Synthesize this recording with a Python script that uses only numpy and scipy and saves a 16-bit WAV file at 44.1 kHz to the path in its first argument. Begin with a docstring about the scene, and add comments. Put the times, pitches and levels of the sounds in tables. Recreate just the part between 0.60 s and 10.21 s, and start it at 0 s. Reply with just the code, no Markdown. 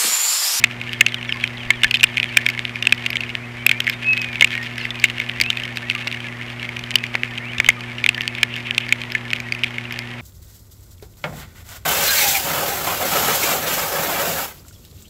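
"""Beaks and claws knock on the tray of a hanging seed feeder: blows ring damped modes and overload the microphone input.
Dry taps and random softer pecks join in; seeds and husks rattle as clumped ticks on a dozen spots of the tray.
Birds chirp, whistle and babble as gliding near sines, and buzz as harmonics through a throat resonance.
Wing gusts and jolts push the microphone; shaped noise makes the outdoor air, a harmonic stack the mains hum."""
import sys
import numpy as np
from scipy import signal
from scipy.fft import rfft, irfft
from scipy.io import wavfile

SR = 44100
rng = np.random.default_rng(int(sys.argv[2]) if len(sys.argv) > 2 else 0)


def output_pcm(signal):
    """Save a mono or channel-first signal as 16-bit PCM at the path in sys.argv[1].

    Samples are clipped to [-1, 1] before scaling.
    """
    pcm = np.clip(np.atleast_2d(signal).T, -1, 1) * 32767
    wavfile.write(sys.argv[1], SR, np.round(pcm).astype(np.int16))


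N = 423801


def amp(db):
    """dB to gain."""
    return 10 ** (np.asarray(db) / 20)


def rms_one(x):
    """Scale to unit rms."""
    return x / np.sqrt(np.mean(x ** 2) + 1e-20)


def peak_one(rows):
    """Scale each row to peak 1."""
    return rows / abs(rows).max(1, keepdims=True)


def in_time(rows):
    """Interpolate the columns of a curve to every sample."""
    s, *columns = np.transpose(rows)
    return [np.interp(np.arange(N) / SR, s, c) for c in columns]


def add(out, at_s, x):
    """Mix x into out from a given time on."""
    i = round(at_s * SR)
    out[i:i + len(x)] += x[:N - i]


def flutter(rate_hz):
    """Low-passed noise of spread 1 for random wobble."""
    low_pass = signal.butter(2, rate_hz, fs=SR, output="sos")
    return rms_one(signal.sosfilt(low_pass, rng.standard_normal(N)))


def sine(hz):
    """Sine whose phase sums a moving pitch."""
    return np.sin(2 * np.pi * np.cumsum(hz) / SR)


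# spectrum of wind, air and input hiss: (frequency [Hz], relative density [dB per Hz])
OUTDOORS_SPECTRUM = [(12, -52), (20, -15), (65, -9.5), (114, -9.5), (143, -11), (174, -11), (243, -13.5),
                     (288, -14.5), (361, -16), (427, -15), (1550, -14), (2180, -9), (4150, -28.5),
                     (14300, -46), (16400, -56)]
OUTDOORS_RMS_DB = -37


def outdoors():
    """Steady noise shaped by a spectrum over log frequency."""
    hz = np.maximum(np.fft.rfftfreq(N, 1 / SR), 10)
    curve_hz, curve_db = np.transpose(OUTDOORS_SPECTRUM)
    db = np.interp(np.log(hz), np.log(curve_hz), curve_db)
    noise = irfft(rfft(rng.standard_normal(N)) * amp(db), N)
    return amp(OUTDOORS_RMS_DB) * rms_one(noise)


RECTIFIED_MAINS_HZ = 119.9
# multiples 1, 2, .. of the hum: (rms level [dB])
HUM_RMS_DB = [-37, -40.5, -48, -73, -57.5, -57.5]


def hum():
    """Rectified mains leaks into the cable as a steady harmonic stack."""
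    turn = 2 * np.pi * RECTIFIED_MAINS_HZ * np.arange(N) / SR
    return sum(np.sqrt(2) * amp(db) * np.sin((k + 1) * turn) for k, db in enumerate(HUM_RMS_DB))


def flock(per_s, low_hz, high_hz, glide, db):
    """Distant birds babble: faint short glides at random times, pitches and levels."""
    out = np.zeros(N)
    for when, pitch, slope, length, level in rng.random((round(per_s * N / SR), 5)):
        length_s = 0.016 + 0.0297 * length
        u = np.linspace(0, 1, round(length_s * SR))
        first_hz = low_hz * (high_hz / low_hz) ** pitch
        hz = first_hz * np.exp(glide * (2 * slope - 1) * u)
        add(out, when * (N - 1) / SR, amp(db + 10 * level) * np.sin(np.pi * u) * sine(hz))
    return out


# buzzy calls, all on one glide: (start [s], level [dB])
BUZZ_CALLS = [(7.76, -32), (7.896, -31.5), (8.047, -30.5), (8.205, -31)]
BUZZ_S, BUZZ_FIRST_HZ, BUZZ_LAST_HZ = .056, 330, 482
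THROAT_HZ, THROAT_OCTAVES = 2500, .3


def buzzes(wobble, rasp_db):
    """A low buzzing pitch rises; only the overtones near the throat resonance carry."""
    out, pitch, k = np.zeros(N), 1 + wobble * flutter(90), np.arange(1, 13)[:, None]
    rasp = amp(rasp_db * flutter(120))
    for s, db in BUZZ_CALLS:
        u = np.linspace(0, 1, round(BUZZ_S * SR))
        hz = BUZZ_FIRST_HZ * (BUZZ_LAST_HZ / BUZZ_FIRST_HZ) ** u * pitch[round(s * SR):][:len(u)]
        throat = np.exp(-.5 * (np.log2(k * hz / THROAT_HZ) / THROAT_OCTAVES) ** 2)
        overtones = np.sin(2 * np.pi * k * np.cumsum(hz) / SR + k ** 2)
        stack = (throat * overtones).sum(0)
        add(out, s, amp(db) * np.sin(np.pi * u) ** .5 * rms_one(stack))
    return out * rasp


# steep falling chips of one bird: (start [s], level [dB])
CHIP_CALLS = [(.491, -30), (0.652, -30), (.81, -32), (.971, -32), (1.134, -32), (1.394, -29), (1.468, -30)]
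CHIP_S, CHIP_FIRST_HZ, CHIP_LAST_HZ = .009, 4400, 2300
# falling notes between them: (start [s], length [s], level [dB])
FALLING_NOTES = [(.345, 0.032, -41), (0.41, .05, -44), (0.505, 0.05, -38), (.553, .06, -42),
                 (0.678, .04, -35), (0.816, .055, -35), (0.98, .06, -38), (1.148, .055, -38),
                 (1.247, 0.078, -38), (1.486, .07, -42), (1.65, 0.069, -39)]
FALL_FIRST_HZ, FALL_HZ_PER_S = 3500, 12000   # longer notes end lower
# thin high two-note calls: (start [s], level [dB])
HIGH_CALLS = [(.676, -46), (2.125, -58), (4.17, -44), (7.37, -52)]
# notes of such a call: (delay [s], length [s], first pitch [Hz], last pitch [Hz])
HIGH_CALL_NOTES = [(0, 0.034, 5950, 5000), (0.051, 0.029, 5200, 4470)]
# low sagging peeps: (start [s], first pitch [Hz], level [dB])
LOW_PEEPS = [(0.749, 1080, -39), (5.35, 1215, -36.5), (7.165, 1250, -38)]
PEEP_S, PEEP_SAG_RATIO = 0.032, .96
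# single glides of other birds: (start [s], length [s], first pitch [Hz], last pitch [Hz], level [dB])
SINGLE_GLIDES = [(.665, 0.059, 1990, 1620, -43), (1.685, .03, 4600, 4080, -49),
                 (1.696, 0.051, 2190, 2720, -33), (2.975, 0.12, 2250, 2440, -37),
                 (2.985, 0.052, 3020, 3130, -42), (3.116, 0.077, 2250, 2440, -32),
                 (3.14, .045, 3030, 3180, -50), (3.33, .033, 3700, 3630, -41),
                 (3.68, 0.051, 1790, 1760, -40), (3.92, 0.13, 1910, 1830, -32.5),
                 (4.115, .057, 2140, 2300, -42), (4.192, 0.038, 4600, 4030, -42),
                 (4.219, 0.04, 2640, 2800, -34), (4.836, 0.065, 2450, 2800, -26.5),
                 (6.816, 0.11, 2100, 3250, -34), (6.876, 0.081, 2100, 2470, -39)]


def glides():
    """List every short call as a row like those of SINGLE_GLIDES."""
    chips = [(s, CHIP_S, CHIP_FIRST_HZ, CHIP_LAST_HZ, db) for s, db in CHIP_CALLS]
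    falls = [(s, length_s, FALL_FIRST_HZ, FALL_FIRST_HZ - FALL_HZ_PER_S * length_s, db)
             for s, length_s, db in FALLING_NOTES]
    pairs = [(s + delay_s, *note, db) for s, db in HIGH_CALLS for delay_s, *note in HIGH_CALL_NOTES]
    peeps = [(s, PEEP_S, hz, PEEP_SAG_RATIO * hz, db) for s, hz, db in LOW_PEEPS]
    return chips + falls + pairs + peeps + SINGLE_GLIDES


def short_calls(wobble, rasp_db):
    """Near sines glide under a rounded swell, with fluttering pitch and level."""
    out, pitch, rasp = np.zeros(N), 1 + wobble * flutter(70), amp(rasp_db * flutter(57))
    for s, length_s, first_hz, last_hz, db in glides():
        u = np.linspace(0, 1, round(length_s * SR))
        hz = first_hz * (last_hz / first_hz) ** u * pitch[round(s * SR):][:len(u)]
        add(out, s, amp(db) * np.sin(np.pi * u) ** .5 * sine(hz))
    return np.sqrt(2) * out * rasp


# the louder whistle: (time [s], pitch [Hz], rms level [dB])
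WHISTLE_CURVE = [(3.415, 2400, -48), (3.45, 2546, -26.5), (3.49, 2586, -13.5), (3.535, 2565, -16),
                 (3.556, 2550, -34), (3.58, 2570, -23), (3.66, 2484, -32.5), (3.775, 2280, -37),
                 (3.805, 2250, -50)]


def whistle(wobble):
    """One long near sine follows a pitch and level curve."""
    hz, db = in_time(WHISTLE_CURVE)
    t = np.arange(N) / SR
    sounding = (t > WHISTLE_CURVE[0][0]) & (t < WHISTLE_CURVE[-1][0])
    return np.sqrt(2) * sounding * amp(db) * sine(hz * (1 + wobble * flutter(40)))


def push_pull(rows):
    """One push and pull on the microphone for each (start, level, length)."""
    out = np.zeros(N)
    for s, db, length_s in rows:
        u = np.linspace(0, 1, round(length_s * SR))
        add(out, s, amp(db) * np.sin(2 * np.pi * u) * np.sin(np.pi * u))
    return out


# wing gusts on the microphone: (start [s], level [dB], length [s])
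WING_GUSTS = [(1.054, -33, .03), (1.156, -36, .025), (1.255, -29, .021), (6.991, -22, .01),
              (7.073, -29.5, .025)]


def gusts():
    """Wings push and pull the air at the microphone."""
    return push_pull(WING_GUSTS)


# jolts of the microphone by hard blows: (start [s], level [dB])
MIC_JOLTS = [(0.038, -22), (0.409, -23), (1.103, -18), (1.233, -24), (1.437, -26), (1.769, -19),
             (2.324, -16), (3.062, -20), (3.821, -11), (4.441, -14), (5.47, -17.5), (6.355, -22),
             (6.551, -9), (7.001, -11), (7.088, -12)]
JOLT_S = 0.00099


def jolts():
    """Hard blows jolt the microphone itself."""
    return push_pull([(s, db, JOLT_S) for s, db in MIC_JOLTS])


def ringing(modes, size):
    """Rows of decaying sines, one for each mode."""
    hz, db, t60_s = np.transpose(modes)[:, :, None]
    t = np.arange(size) / SR
    return amp(db - 60 * t / t60_s) * np.sin(2 * np.pi * hz * t)


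# tray modes before contact damping: (frequency [Hz], relative level [dB], t60 [s])
TRAY_MODES = [(1250, -32, 0.0055), (1770, -13.5, 0.061), (2017, -17.5, 0.022), (2180, -7.5, 0.025),
              (2250, -8, 0.016), (2500, 6, 0.008), (2817, 5.5, 0.0099), (3100, 4.5, 0.012),
              (3500, -1, 0.027), (3700, -13, 0.021), (4400, -52, 0.015), (5200, -47, 0.012)]
# modes of the treble snap: (frequency [Hz], relative level [dB], t60 [s])
SNAP_MODES = [(4600, 7.5, 0.0075), (5080, -5, 0.015), (6230, -18, 0.0062), (7050, -34, .003),
              (9700, -29, 0.00099), (12150, 4, .0015), (13900, 2, 0.0013)]
SCATTER_DB = 4   # random spread of each mode


def struck(hz, luck, spread_octaves, blunt_db, size):
    """Body and snap of blows landing near hz: the closest modes sound most, a thin tray radiates no bass."""
    body_luck, snap_luck = np.split(luck, [len(TRAY_MODES)], axis=1)
    octaves_off = np.log2(np.array(TRAY_MODES)[:, 0] / hz[:, None])
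    near = np.exp(-.5 * (octaves_off / spread_octaves) ** 2) + 0.024
    body = (near * amp(SCATTER_DB * body_luck)) @ ringing(TRAY_MODES, size=size)
    # each higher snap mode is weaker, more so for blunt blows
    dull_db = -(blunt_db + 0.94 * abs(luck[:, :1])) * np.arange(len(SNAP_MODES))
    snap = amp(dull_db + SCATTER_DB * snap_luck) @ ringing(SNAP_MODES, size=size)
    body = signal.sosfilt(signal.butter(6, 1550, "high", fs=SR, output="sos"), body)
    snap = signal.sosfilt(signal.butter(4, 4000, "high", fs=SR, output="sos"), snap)
    return body, snap


def rattle(median_per_s, size_db, treble_db, clump_db, low_hz, high_hz):
    """Random ticks come in clumps on a dozen spots of the tray; rms 1."""
    sizes = amp(size_db * np.minimum(rng.exponential(1, N), 4)) * rng.choice([-1, 1], N)
    chance = median_per_s * amp(clump_db * flutter(12)) / SR
    ticks = sizes * (rng.random(N) < chance)
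    luck = rng.standard_normal((12, len(TRAY_MODES) + len(SNAP_MODES)))
    body, snap = struck(np.geomspace(low_hz, high_hz, 12), luck, 0.23, blunt_db=1.0, size=3000)
    spot_treble_db = treble_db + np.linspace(-7, 7, 12)[:, None]
    spots = peak_one(body) + amp(spot_treble_db) * peak_one(snap)
    dealt = rng.integers(0, len(spots), N)
    return rms_one(sum(signal.oaconvolve(ticks * (dealt == k), spot)[:N] for k, spot in enumerate(spots)))


# bustle on the tray: (time [s], seed rattle level [dB])
BUSTLE_CURVE = [(0.0, -39), (2.4, -33), (2.81, -42.5), (3.56, -32.5), (7.3, -39), (7.97, -35.5),
                (9.6, -39.5)]


def bustle():
    """Seeds rattle densely and husks crack brighter, both under one level curve."""
    seeds = rattle(median_per_s=500, size_db=5.0, treble_db=-49, clump_db=4.5, low_hz=1760, high_hz=2900)
    husks = rattle(median_per_s=89, size_db=4.0, treble_db=-8, clump_db=5.5, low_hz=2100, high_hz=4040)
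    return amp(in_time(BUSTLE_CURVE)[0]) * (seeds + amp(-16.5) * husks)


BLUNT_PER_DB = .12   # blows below 0 dB excite the top modes less
CHATTER_SAMPLES = 600


def blows(rows, spread_octaves, contact_s, longer_db, grit, damping_db_per_s):
    """Each contact chatters at the pitch of the spot, longer for harder blows, and grit roughens it."""
    out, t = np.zeros(N), np.arange(CHATTER_SAMPLES) / SR
    s, db, hz, treble_db = np.transpose(rows)
    noise = rng.standard_normal((len(s), CHATTER_SAMPLES))
    luck = rng.standard_normal((len(s), len(TRAY_MODES) + len(SNAP_MODES)))
    press = t * np.exp(-2 * t / (contact_s * amp(db[:, None] * longer_db)))
    blunt_db = BLUNT_PER_DB * np.maximum(-db, 0)[:, None]
    body, snap = struck(hz, luck, spread_octaves, blunt_db, size=3000)
    body = body * amp(-damping_db_per_s * np.arange(body.shape[1]) / SR)
    chatter = np.sin(2 * np.pi * hz[:, None] * t) + grit * noise
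    body = peak_one(signal.fftconvolve(press * chatter, body, axes=1))
    snap = peak_one(signal.fftconvolve(press ** 2 * noise, snap, axes=1))
    rings = amp(db)[:, None] * (body + amp(treble_db)[:, None] * snap)
    for at_s, ring in zip(s, rings):
        add(out, at_s, ring)
    return out


# dry taps: (time [s], body peak [dB], ring centre [Hz], snap re body [dB])
DRY_TAPS = [(0.332, -7.5, 2720, -14), (0.8763, -13, 3230, -30), (1.5998, -0.5, 2430, -38),
            (1.6422, -5.5, 2840, -33), (1.9925, -4, 2100, -38), (2.0522, -3.5, 2840, -35),
            (2.5303, -7.5, 2700, -24), (2.5687, -2.5, 3200, -28), (2.7523, -4, 2150, -34),
            (3.57, -7.5, 2570, -30), (3.906, -11, 2370, -25), (3.931, -11, 1900, -33),
            (4.6961, -4.5, 2150, -39), (4.8009, -2, 2240, -24), (4.862, -9.5, 2660, -20),
            (5.5147, -11, 2640, -25), (6.3072, -10, 2250, -32), (6.5532, -1, 2180, -38),
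            (6.634, -1.5, 2150, -44), (7.0452, -5, 2150, -27), (7.4626, 3, 2250, -35),
            (7.6085, -3.5, 2700, -29), (7.678, -3.5, 2800, -8), (8.109, -1, 2900, -39),
            (8.148, -11.5, 2520, -10), (8.4365, -12, 2380, -34), (8.5203, -11.5, 2370, -6),
            (8.7044, -10, 2800, -23), (9.3902, -10.5, 2210, -3)]


def taps():
    """The beak stays down and damps the ring."""
    return blows(DRY_TAPS, spread_octaves=0.52, contact_s=0.00044, longer_db=1.16, grit=0.97,
                 damping_db_per_s=5000)


PECK_COUNT = 70
# ranges of body peak, ring centre and snap re body
PECK_DB, PECK_HZ, PECK_TREBLE_DB = (-22.5, -13.5), (2070, 3070), (-34, -7)


def pecks():
    """Draw softer pecks at random as rows like those of CLEAR_KNOCKS."""
    low, high = np.transpose([(0, N / SR), PECK_DB, PECK_HZ, PECK_TREBLE_DB])
    return low + (high - low) * rng.random((PECK_COUNT, 4))


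# clear beak and claw knocks: (time [s], body peak before clipping [dB], ring centre [Hz], snap re body [dB])
CLEAR_KNOCKS = [(.0392, 10.5, 2527, -28.5), (.0429, -1.5, 2380, -26), (.2134, -11.5, 2460, -26),
                (.4081, 13, 2065, -28), (.4636, 0, 2600, -29), (.5209, -14, 2110, -27),
                (.611, -17, 2280, -29), (.6275, -13.5, 2600, -29), (.543, -7, 2970, -43),
                (.692, -9.5, 2300, -44), (.7233, -5, 2600, -44), (.8388, -2, 2520, -38),
                (1.1039, 6, 2176, -24), (1.1087, -14, 1830, -36), (1.2335, 4.5, 2926, -28),
                (1.2428, 4, 1846, -34), (1.3101, -4, 2520, -9), (1.3412, -.7, 2520, -28),
                (1.3477, -7, 3100, -27), (1.3556, -6, 3040, -24), (1.3696, -11, 2670, -10),
                (1.4084, -8.5, 2700, -18), (1.4308, 5, 2520, -12), (1.4383, 11, 2760, -17),
                (1.5706, -3, 2460, -41), (1.5794, -2, 2320, -42), (1.629, -2.5, 2484, -33),
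                (1.7699, 8.5, 2367, -16), (1.785, -14, 1740, -25), (1.863, 1.5, 2370, -25),
                (1.887, -4, 2190, -13), (1.9, -12, 2540, -8), (1.9759, -15, 2160, -31),
                (2.1566, -10.5, 2280, -39), (2.2245, -4.5, 2780, -35), (2.2523, -9.5, 2870, -32),
                (2.2698, 5, 2645, -36), (2.3235, 5, 2447, -34), (2.4619, -2, 2780, -36),
                (2.503, -10.5, 2420, -5), (2.5554, -6.5, 2270, -24), (2.6055, -9.5, 2680, -36),
                (2.6348, -12, 2610, -34), (3.0637, 5, 2670, -4), (3.0923, 0.5, 2560, -20),
                (3.1132, 3, 2320, -27), (3.2025, -4.5, 2690, -11), (3.2677, -7, 2180, -36),
                (3.276, -3, 1940, -27), (3.2889, -9, 2280, -25), (3.2964, -3, 2500, -9.5),
                (3.5315, -9.5, 2600, -9), (3.5757, -7.5, 2420, -13), (3.6163, -12.5, 2380, -5.5),
                (3.6435, -11.5, 2690, -25), (3.7554, -11, 2500, -21), (3.809, 4.5, 2506, -28),
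                (3.8215, 4, 2140, -27), (3.844, 7, 2460, -38), (3.9385, -12.5, 2260, -33),
                (3.9516, -9, 2340, -34), (3.977, -9, 2110, -34), (4.252, -8, 2000, -38),
                (4.3051, -9.5, 3400, -18), (4.398, -27, 2900, 8), (4.4399, 9, 2230, -20),
                (4.448, -8, 2900, -20), (4.454, -8.5, 2800, -25), (4.499, -11.7, 2720, -32),
                (4.5812, -11, 2750, -35), (4.5996, -6, 2260, -19), (4.689, -16.5, 3020, -25),
                (4.8123, 1, 2235, -2.5), (4.8198, -9, 2250, -17), (4.9018, -1.5, 3000, -23),
                (4.9284, -14, 2550, -22), (4.971, -10.5, 2530, -14), (4.9982, -13.5, 2600, -20),
                (5.0527, -13.5, 2200, -17), (5.158, -19, 2100, -7), (5.171, -7.5, 2300, -40),
                (5.2986, -3, 2600, -42), (5.31, -9, 2200, -37), (5.3499, -11, 2680, -37),
                (5.472, -6.5, 2500, -42), (5.477, -10.5, 2740, -31), (5.812, -16, 2090, -22),
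                (6.028, -13.5, 2320, -30), (6.0508, -15, 2110, -31), (6.09, -12.5, 2320, -18),
                (6.167, -11, 2350, -36), (6.1918, -17.5, 2550, -6), (6.3405, -16, 2420, -15),
                (6.3553, 5, 2950, -7), (6.4384, -7, 2270, -41), (6.542, -13, 2230, -32),
                (6.7815, -11, 2570, -36), (6.9333, -17, 2410, -20), (6.9824, -12, 2720, -18),
                (7.0002, 3.5, 2300, -36), (7.062, -9, 3040, -26), (7.0874, 10.5, 2077, -14.5),
                (7.1014, -4, 2370, -31), (7.2065, -18.5, 2160, -7), (7.3824, -15, 2780, -32),
                (7.4405, -3, 2356, -31), (7.4895, 5.5, 2700, -38), (7.5452, -13, 2970, -8),
                (7.578, -11.5, 1890, -16), (7.75, -13, 2600, -29), (7.8303, 6, 2324, -14.5),
                (7.9625, -17, 2720, -8), (7.982, -16.5, 2360, -30), (8.1794, 5.5, 2660, -31),
                (8.2901, -14.5, 1840, -5), (8.3238, 5.5, 2400, -20), (8.5501, -5, 2070, -25),
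                (8.7318, -3.5, 2540, -32), (8.8012, -13, 2400, -8.5), (8.9219, -5.5, 2200, -9),
                (9.035, -0.5, 2790, -46), (9.0415, -4.5, 2380, -32), (9.1821, -8.5, 2180, -38),
                (9.3232, -16, 2250, -6)]


def knocks():
    """Clear knocks and soft pecks leave the tray to ring briefly."""
    return blows(np.vstack([CLEAR_KNOCKS, pecks()]), spread_octaves=0.24, contact_s=0.002,
                 longer_db=0.0938, grit=2.8, damping_db_per_s=300)


def scene():
    """Sum air, hum, birds, microphone bumps and tray at one microphone."""
    background = outdoors() + hum()
    voices = flock(per_s=30, low_hz=1765, high_hz=2600, glide=0.127, db=-42)
    voices += buzzes(wobble=.01, rasp_db=2.0)
    voices += short_calls(wobble=0.0072, rasp_db=2.0) + whistle(wobble=0.0021)
    bumps = gusts() + jolts()
    tray = bustle() + taps() + knocks()
    return (background + voices + bumps + tray)[None]


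CUTOFF_HZ = 16500


def record(dry):
    """The input clips hard at full scale, then a steep low-pass cuts the top."""
    clipped = np.clip(dry, -1, 1)
    return signal.sosfilt(signal.cheby2(14, 90, CUTOFF_HZ, fs=SR, output="sos"), clipped)


dry = scene()
out = record(dry)
output_pcm(out)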